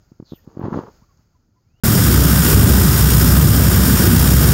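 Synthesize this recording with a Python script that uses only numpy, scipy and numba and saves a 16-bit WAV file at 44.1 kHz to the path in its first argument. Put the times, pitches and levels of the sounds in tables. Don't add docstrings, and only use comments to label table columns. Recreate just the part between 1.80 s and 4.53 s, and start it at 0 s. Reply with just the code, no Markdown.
import sys
import numpy as np
from scipy import signal
from scipy.fft import rfft, irfft, next_fast_len
from scipy.io import wavfile
from scipy.ndimage import uniform_filter1d
from numba import njit

SR = 44100
rng = np.random.default_rng(int(sys.argv[2]) if len(sys.argv) > 2 else 0)


def pcm_store(signal):
    levels = np.round(np.clip(np.atleast_2d(signal), -1, 1) * 32767)
    wavfile.write(sys.argv[1], SR, levels.astype(np.int16).T)


def convert_level_to_amplitude(level_db):
    exponent = np.asarray(level_db, float) / 20
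    return 10 ** exponent


N = 120393

# time in seconds, tube hum in Hz, hum level in dB,
# burning strength in dB, gas flow in dB.
FLAME_COURSE = [(0.05, 69.4, -36, 0, -0.5), (0.21, 68.65, -25, -1.5, -0.5), (0.32, 64.2, -17, 0.5, 0),
                (0.64, 63.7, -18, -0.5, 0.5), (0.66, 63.8, -25, 1, 2), (0.76, 63.3, -15, 3.5, 2),
                (0.87, 63.2, -22, 3, 0.5), (0.93, 65, -11, 0.5, 1), (1.08, 62.74, -22, 0, 0.5),
                (1.15, 62.83, -21, -1.5, -0.5), (1.22, 65.5, -15, -1, 0), (1.42, 64.34, -14, 1.5, 2),
                (1.62, 65.3, -17.5, 2, 0.5), (1.8, 65.54, -18.5, 0.5, -1), (2.32, 63.6, -20.5, 1.5, 0.5),
                (2.35, 63.3, -14.5, 1.5, 1), (2.5, 65.9, -15, 0.5, 0), (2.72, 65.3, -20, 0.5, 1.5)]
# frequency in Hz, level in dB per Hz.
RUMBLE_COLOUR = [(30, -20), (48, -9.5), (80, -2), (97, 0.5), (160, -1), (245, -8), (300, -11.5), (800, -31)]
# frequency in Hz, level in dB per Hz.
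HISS_COLOUR = [(600, -9), (1480, 0.5), (2600, -8.5), (4200, -7.5), (5400, -5), (7500, -5.5), (10000, -7),
               (15600, 0)]
# delay in ms, level in dB, phase shift in turns.
NEAR_PATHS = [(.545, -9.2, .218), (.35, -20.6, .048), (.241, -19.5, -.098), (.612, -17.9, .533)]

RUMBLE_DB, HISS_DB, HUM_DB = -10, -15.5, 4
RUMBLE_FLICKER_DB, HISS_FLICKER_DB, GUST_DB = 1.5, 0.22, 0.02
HUM_WANDER_HZ, HUM_FLUTTER_DB = 1, 0.8
HAZE_DB, HAZE_HZ = -12, 8
PUMP_DB, PUMP_TURNS = 1.3, 0.56
SCATTER_MS, SCATTER_DB = (1.8, 4.8), -25
WALL_MS, WALL_DB, WALL_FROM_HZ = 23.3, -5.5, 300
LOW_HZ, TOP_HZ = 41, 15740
LIMIT_DB, RATIO, OUT_DB = -9.5, 2.38, 0.5
ATTACK_S, RELEASE_S = 0.004, 0.02
CEILING = 1.02
START_S, OPEN_S = 0.0353, 0.003


def level(x, db):
    return x * convert_level_to_amplitude(db) / np.sqrt(np.mean(x ** 2))


def walk(rate):
    hold = int(SR / rate)
    steps = np.repeat(rng.standard_normal(N // hold + 1), hold)[:N]
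    drift = uniform_filter1d(uniform_filter1d(steps, hold), hold)
    return (drift - drift.mean()) / drift.std()


def turbulence(colour, flicker_db, rate):
    n = next_fast_len(N, real=True)
    f = np.maximum(np.arange(n // 2 + 1) * SR / n, 1)
    hz, db = np.transpose(colour)
    spectrum = rfft(rng.standard_normal(n)) * convert_level_to_amplitude(np.interp(np.log(f), np.log(hz), db))
    spectrum = spectrum * np.minimum(f / hz[0], 1) ** 2 * np.minimum(hz[-1] / f, 1)
    place = 2 * np.log2(f / 20)
    total = 0
    for band in range(21):
        share = np.clip(1 - abs(place - band), 0, 1)
        total = total + irfft(spectrum * share, n)[:N] * convert_level_to_amplitude(flicker_db * walk(rate))
    return total


def echo(x, ms, db, turns):
    n = next_fast_len(N, real=True)
    f = np.arange(n // 2 + 1) * SR / n
    path = convert_level_to_amplitude(db) * np.exp(-2j * np.pi * (f * ms / 1000 + turns))
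    return irfft(rfft(x, n) * path, n)[:N]


def burning_rumble(burn_db):
    return level(turbulence(RUMBLE_COLOUR, RUMBLE_FLICKER_DB, 8.16), RUMBLE_DB) * convert_level_to_amplitude(burn_db)


def gas_hiss(phase, hum_db, gas_db):
    pump_db = PUMP_DB * np.cos(phase - 2 * np.pi * PUMP_TURNS) * convert_level_to_amplitude(hum_db - hum_db.mean())
    hiss = level(turbulence(HISS_COLOUR, HISS_FLICKER_DB, 24.53), HISS_DB)
    return hiss * convert_level_to_amplitude(pump_db + gas_db + GUST_DB * walk(5.7))


def tube_hum(phase, hum_db):
    haze = uniform_filter1d(rng.standard_normal((2, N)), int(SR / HAZE_HZ / 2))
    haze = level(haze[0] * np.sin(phase) + haze[1] * np.cos(phase), HAZE_DB)
    strength = convert_level_to_amplitude(HUM_DB + hum_db + HUM_FLUTTER_DB * walk(9.07))
    return strength * (np.sqrt(2) * np.sin(phase) + haze)


def near_reflections(hiss):
    combed = hiss + sum(echo(hiss, ms, db, turns) for ms, db, turns in NEAR_PATHS)
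    delays_ms, phase_turns = rng.uniform(*SCATTER_MS, size=7), rng.random(size=7)
    scatter = sum(echo(combed, ms, SCATTER_DB, turns) for ms, turns in zip(delays_ms, phase_turns))
    return combed + scatter


def far_wall(rumble):
    high_pass = signal.butter(1, WALL_FROM_HZ, "high", fs=SR, output="sos")
    return -echo(signal.sosfiltfilt(high_pass, rumble), WALL_MS, WALL_DB, 0)


def scene():
    t, course = np.arange(N) / SR, np.array(FLAME_COURSE)
    hum_hz, hum_db, burn_db, gas_db = (np.interp(t, course[:, 0], course[:, k]) for k in range(1, 5))
    phase = 2 * np.pi * np.cumsum(hum_hz + HUM_WANDER_HZ * walk(12)) / SR
    rumble = burning_rumble(burn_db)
    rumble = rumble + far_wall(rumble)
    hiss = near_reflections(gas_hiss(phase, hum_db, gas_db))
    hum = tube_hum(phase, hum_db)
    return (rumble + hiss + hum)[None]


@njit
def follow(x, up, down):
    track, now = np.empty(len(x)), x[0]
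    for i in range(len(x)):
        now += (x[i] - now) * (up if x[i] > now else down)
        track[i] = now
    return track


def limiter(x):
    loudness = follow(np.abs(x[0]) + 1e-6, 1 / (ATTACK_S * SR), 1 / (RELEASE_S * SR))
    gain = np.minimum(convert_level_to_amplitude(LIMIT_DB) / loudness, 1) ** (1 - 1 / RATIO)
    return x * gain * convert_level_to_amplitude(OUT_DB)


def low_pass(x):
    return signal.sosfilt(signal.butter(12, 16520, fs=SR, output="sos"), x)


def record(dry):
    bass_cut = signal.butter(3, LOW_HZ, "high", fs=SR, output="sos")
    x = limiter(signal.sosfilt(bass_cut, dry))
    x = x / (1 + (x / CEILING) ** 4) ** 0.25
    x = x * np.clip((np.arange(N) / SR - START_S) / OPEN_S, 0, 1)
    top_cut = signal.ellip(14, 0.3, 60, TOP_HZ, fs=SR, output="sos")
    mix = signal.sosfilt(top_cut, x)
    return low_pass(mix)


dry = scene()
out = record(dry)
pcm_store(out)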